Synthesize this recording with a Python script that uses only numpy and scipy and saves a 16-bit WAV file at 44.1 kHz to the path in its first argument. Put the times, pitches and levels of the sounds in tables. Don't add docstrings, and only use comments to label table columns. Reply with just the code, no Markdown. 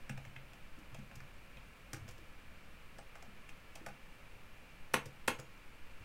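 import sys
import numpy as np
from scipy import signal
from scipy.fft import rfft, irfft, next_fast_len
from scipy.io import wavfile

SR = 44100
rng = np.random.default_rng(int(sys.argv[2]) if len(sys.argv) > 2 else 0)


def wav_out(sig):
    wavfile.write(sys.argv[1], SR, np.round(np.clip(np.atleast_2d(sig).T, -1, 1) * 32767).astype(np.int16))


def decibels_to_gain(level_db):
    exponent = np.asarray(level_db, float) / 20
    return 10 ** exponent


N = 266584

# [f/Hz, level/dB per Hz]
AIR_SPECTRUM = [(41, -45), (70, -3.5), (115, -2), (181, -3.5), (420, -13), (539, -13), (757, -13.5),
                (867, -13), (1710, -13), (1960, -13.5), (2410, -11.5), (3960, -27), (15800, -33.5)]
# [f/Hz, width/Hz, lift/dB]
FAN_RESONANCES = [(532.44,120,5),(1068,20,3.5),(1343.3,160,3),(1720,49,4),(2347,170,3.5),(2747,45,8),(2975,30,6),(4240,1900,4.5),(8450,250,2.5)]
# [t/s, rumble level/dB]
STIR = [(0, -62), (.5, -61), (1.2, -62), (1.6, -61.5), (2.1, -61.5), (2.5, -63.5), (3.2, -64.5), (3.8, -64),
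        (4.7, -64), (4.95, -62.5), (5.4, -66), (6.04, -62)]
# [f/Hz, t60/s, level/dB]
ROOM_BANDS = [(150,0.14,-7),(375,0.24,-5.5),(690,0.24,-4.5),(1300,0.25,-11),(2324.8,0.19,-8),(3400,0.15,-6),(6000,0.2064,-9.5),(8860,0.1,-11.5),(13648,0.17,-9.5)]
# [f/Hz, level/dB, t60/s]
DESK_MODES = [(98,5.5,0.15),(135,0,0.24),(166,-23,0.1449),(198.8,-5,0.19),(247,-0.5,0.053),(319.7,-6.5,0.12),(364,-15,0.16),(430,-8.5,0.0915)]
# [f/Hz, level/dB, t60/s]
CASE_MODES = [(512,2.5,0.047),(647,3,0.017),(710,0,0.029),(812,-3.5,0.044),(886,1.5,0.021),(1110.6,-0.5,0.036),(1230,5.5,0.019),(1384,-1,0.02),(1467,2,0.03737),(1725,9,0.0057),(2020,-20,0.073),(2060,4.5,0.0085),(2505,2.5,.025),(2690,-1.5,0.041),(3230,-1,0.01765),(3500,-2,0.027),(3837.8,-1,0.0098),(4420,-10,0.01087)]
# [t/s, peak level/dB, f/Hz]
DESK_THUDS = [(0.095,-42.5,208),(.100,-40.5,135),(.174,-44,141),(0.263,-46.5,135),(0.361,-48,135),(.777,-51.5,237),(.922,-46.5,130),(.985,-45,177),(1.115,-53,135),(1.165,-45.5,141),(1.205,-50,150),(1.568,-52,150),(1.934,-45,337),(1.933,-42.5,128),(1.971,-59,100),(2.015,-47,98),(2.041,-52,180),(2.085,-50.5,110),(2.088,-51.5,509),(2.18,-55,333),(2.409,-63,100),(3.275,-54.5,179),(3.809,-50,311.6),(3.866,-50,168),(5.056,-46,135),(5.058,-49.5,430),(5.389,-49,146),(5.39,-49.5,420),(5.398,-58,504),(6.0,-50.5,109)]
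# [t after blow/s, level re blow/dB, f/Hz]
BIG_THUDS = [
    (-.004, -18, 300),
    (.001, -21.5, 165),
    (-.0035, -16.5, 1000),
]
# [t/s, knock level/dB, rattle level/dB]
BIG_STROKES = [
    (4.941, -18.5, -32),
    (5.281, -21, -33),
]
# [f/Hz, level/dB, t60/s]
BIG_CASE_MODES = [(315,3.5,0.024),(420,-20.5,0.04314),(530,-9,0.052),(665,5.5,0.025),(780,-22,0.0199),(945,4.5,0.031),(1040,11.5,0.024),(1437,7.5,0.013),(1830,20,0.0052),(2110,7.5,.014),(2320,5.5,0.03),(2800,-19.5,0.01014),(3113,-27,0.01197),(3770,-31.5,0.00666)]
# [f/Hz, level/dB per Hz]
BIG_RATTLE_SPECTRUM = [(1760, -6.5), (3000, -2), (5440, -21), (8520, -6), (9400, -18), (10200, -12),
                       (14000, -35), (16000, -28.5)]
# [delay/ms, level/dB]
BOUNCES = [
    (0, 5.5),
    (1.6, 6),
    (2.3, 7),
    (4.2, -2),
]
# [t/s, cap rattle level/dB, snap level/dB, snap f/Hz, hollow knock level/dB]
KEY_PRESSES = [(0.0934,-41.5,-33.5,2200,-44.5),(.1745,-50,-41,2080,-47.5),(.249,-51.5,-45,2300,-54),(.361,-57,-40.5,2310,-56.5),(.531,-54,-48.5,2596,-57),(0.9448,-44,-46.5,2546,-50),(1.112,-59,-45.5,2020,-53.5),(1.202,-50,-45.5,1700,-62),(1.568,-53,-46,2864,-53.5),(1.9308,-41,-39.5,1596,-50),(1.942,-44,-41,1852,-57),(1.9643,-49,-49,1787,-60),(2.078,-49,-49,1500,-58),(2.984,-49.5,-49.5,1300,-44.5),(3.153,-49,-44.5,1670,-49.5),(3.2228,-46,-47.5,1705,-51.5),(3.489,-48.5,-44.5,2320,-62),(3.7536,-41,-46.5,2900,-49),(3.8624,-41,-40,1440,-40),(3.884,-51,-43.5,2000,-57),(5.3887,-46,-45.5,1500,-52)]
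# [t/s, peak level/dB, length/ms]
CAP_TICKS = [(.788,-57.5,5),(.988,-55,4),(1.154,-45,4),(1.34,-60.5,4),(1.9318,-33,2.5),(2.0864,-44,5),(2.109,-49.5,6),(2.178,-52,6),(3.8645,-44,1.5),(5.0555,-42,5.5),(5.0595,-51,6),(5.398,-40.5,3.5),(5.575,-58,4)]
# [t/s, level/dB, f/Hz, t60/s]
SPRINGS = [
    (.095,-58,8200,0.09),
    (2.986,-60,8500,0.11),
    (3.756,-64,8400,0.1108),
    (4.945,-53,6100,0.2069),
    (5.285,-55,6520,0.18),
    (5.398,-65,6750,0.2545),
]


def clock(seconds):
    return np.arange(int(seconds * SR)) / SR


def fade(t, t60):
    return np.exp(-np.log(1000) * t / t60)


def ring(modes, extra_db, seconds=.3, flip=-1):
    hz, db, t60 = np.array(modes, float).T[:, :, None]
    t = clock(seconds)
    sign = flip ** np.arange(len(modes))[:, None]
    partials = np.sin(2 * np.pi * hz * t) * fade(t, t60)
    return np.sum(sign * decibels_to_gain(db + extra_db) * partials, axis=0)


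def shaped(x, hz, db):
    size = next_fast_len(len(x), True)
    f = np.maximum(np.fft.rfftfreq(size, 1 / SR), 1)
    gain = decibels_to_gain(np.interp(np.log(f), np.log(hz), db))
    return irfft(rfft(x, size) * gain, size)[:len(x)]


def band(x, lo_hz, hi_hz):
    edges_hz = [lo_hz, min(hi_hz, .45 * SR)]
    return signal.sosfilt(signal.butter(2, edges_hz, "bandpass", fs=SR, output="sos"), x)


def add(out, s, sound, peak_db):
    i = int(s * SR)
    sound = sound[:N - i]
    out[i:i + len(sound)] += sound * decibels_to_gain(peak_db) / np.max(np.abs(sound))


def push(ms):
    return np.hanning(max(int(ms * SR / 1000), 3) + 2)


def rattle(noise, decay_ms, rise_ms):
    t_ms = clock(0.075) * 1000
    uneven_db = 4.5 * np.repeat(noise[1], 30)[:len(t_ms)]
    grains = noise[0, :len(t_ms)] * decibels_to_gain(uneven_db)
    return grains * (1 - np.exp(-t_ms / rise_ms)) * np.exp(-t_ms / decay_ms)


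def air():
    hiss_db, sway_db, sway_follows_stir = -61, -53, 0.067
    hz = np.geomspace(40, 16000, num=600)
    air_hz, air_db = np.transpose(AIR_SPECTRUM)
    db = np.interp(np.log(hz), np.log(air_hz), air_db)
    for f, width_hz, lift_db in FAN_RESONANCES:
        db = db + lift_db / (1 + (2 * (hz - f) / width_hz) ** 2)
    hiss = shaped(rng.standard_normal(N), hz, db)
    hiss = hiss * decibels_to_gain(hiss_db) / np.std(shaped(hiss, [290, 300], [-80, 0]))

    s, stir_db = np.transpose(STIR)
    rumble_db = np.interp(np.arange(N) / SR, s, stir_db)
    sway = shaped(rng.standard_normal(N), [1.5, 3, 14, 30, 60], [-14, 14.5, 5.0, -5.5, -49.5])
    rumble = shaped(rng.standard_normal(N), [15, 28, 60, 100, 150], [-34, 1.0, -5, -13, -52.5])
    swell_db = sway_db + sway_follows_stir * (rumble_db - np.mean(stir_db))
    sway = sway / np.std(sway) * decibels_to_gain(swell_db)
    return hiss + sway + rumble / np.std(rumble) * decibels_to_gain(rumble_db)


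def room(x):
    t = clock(.4)
    tail = 0
    for hz, t60, db in ROOM_BANDS:
        part = band(rng.standard_normal(len(t)), hz / 1.46, hz * 1.44) * fade(t, t60)
        tail = tail + decibels_to_gain(db) * part / np.sqrt(np.sum(part ** 2) * SR / 2 / hz / 1.23)
    tail = tail * np.clip((t - .005) / 0.0016, 0, 1)
    return signal.fftconvolve(x, tail)[:N]


def knocks():
    lag_s, hollow_hz = 0.00083, 694
    snap_oct, hollow_oct, thud_oct = .48, 0.35, 0.376
    rows = [(s + lag_s, db, hz, snap_oct) for s, _, db, hz, _ in KEY_PRESSES]
    rows += [(s + lag_s, db, hollow_hz, hollow_oct) for s, *_, db in KEY_PRESSES]
    for s, db, _ in BIG_STROKES:
        rows += [(s + delay_s, db + below_db, hz, snap_oct) for delay_s, below_db, hz in BIG_THUDS]
    return rows + [(*row, thud_oct) for row in DESK_THUDS]


def desk():
    out = np.zeros(N)
    modes = np.array(DESK_MODES + CASE_MODES)
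    modes[:, 2] = np.minimum(modes[:, 2], 55 / modes[:, 0])
    rows = knocks()
    chance = rng.standard_normal((len(rows), 2, 4000))
    for (s, db, hz, reach_oct), noise in zip(rows, chance):
        force = rattle(noise, 2.24, rise_ms=0.28)[:700]
        octaves = np.log2(modes[:, 0] / hz)
        place_db = -6 * (octaves / reach_oct) ** 2 + 1.2 * noise[1, -len(modes):]
        near = place_db > -35
        turns = np.exp(2j * np.pi * modes[near, :1] * np.arange(len(force)) / SR)
        share = np.abs(turns @ force)
        share_db = 20 * np.log10(np.hypot(share, .6 * np.linalg.norm(force)))
        gains_db = (place_db[near] - share_db)[:, None]
        response = ring(modes[near], gains_db, min(.3, .04 + 40 / hz))
        add(out, s, signal.fftconvolve(force, response), db)
    return out


def big_key():
    out = np.zeros(N)
    lead_s, scrape_lead_s = .0004, .0046
    force = np.zeros(400)
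    for delay_ms, db in BOUNCES:
        force[int(delay_ms * SR / 1000)] += decibels_to_gain(db)
    force = np.convolve(force, push(.12))
    chance = rng.standard_normal((len(BIG_STROKES), 3, 4000))
    for (s, knock_db, rattle_db), noise in zip(BIG_STROKES, chance):
        vary_db = 0.89 * noise[1, -len(BIG_CASE_MODES):, None]
        blow = np.convolve(force, ring(BIG_CASE_MODES, vary_db, .08, flip=0.92))
        add(out, s - lead_s, -band(blow, 224.0, 8000), knock_db + 4.5)

        scrape = band(rattle(noise, 5.4, rise_ms=3.8), 708, 12233)
        add(out, s - scrape_lead_s, scrape, rattle_db + 6.5)

        landing = rattle(noise[1:], 3.5, rise_ms=0.388)
        landing = shaped(landing, *np.transpose(BIG_RATTLE_SPECTRUM))
        add(out, s - lead_s, landing, rattle_db + 11.0)

        clatter = band(rattle(noise[::-2], 27.0, rise_ms=2.4), 2000, 2940)
        add(out, s + 0.0086, clatter, knock_db - 15.5)
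    return out


def keys():
    out = np.zeros(N)
    press_ms, shorter_ms_per_db = 3.7, 0.15
    colour_hz = [2000, 3300, 4200, 4900, 7200, 10000, 16000]
    colour_db = [-2, -1.5, -7, 0.5, -1.5, -8.0, -13.0]
    rows = [(s, db, max(press_ms - shorter_ms_per_db * (db + 39.5), 1.5)) for s, db, *_ in KEY_PRESSES]
    rows += CAP_TICKS
    chance = rng.standard_normal((len(rows), 2, 4000))
    for (s, db, ms), noise in zip(rows, chance):
        add(out, s, shaped(rattle(noise, ms, rise_ms=.35 * ms), colour_hz, colour_db), db)
    for s, db, hz, t60 in SPRINGS:
        add(out, s, ring([(hz, 0, t60), (1.012 * hz, -5, t60)], 0), db)
    return out


def scene():
    near = keys() + big_key() + desk()
    return (near + room(near) + air())[None]


def low_pass(x):
    return signal.sosfilt(signal.butter(12, 16460, fs=SR, output="sos"), x)


def record(dry):
    top_hz = 15830
    dull = shaped(dry[0], [top_hz, top_hz + 60, top_hz + 620, top_hz + 660], [0, -20, -24, -90])
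    return low_pass(dull[None])


dry = scene()
out = record(dry)
wav_out(out)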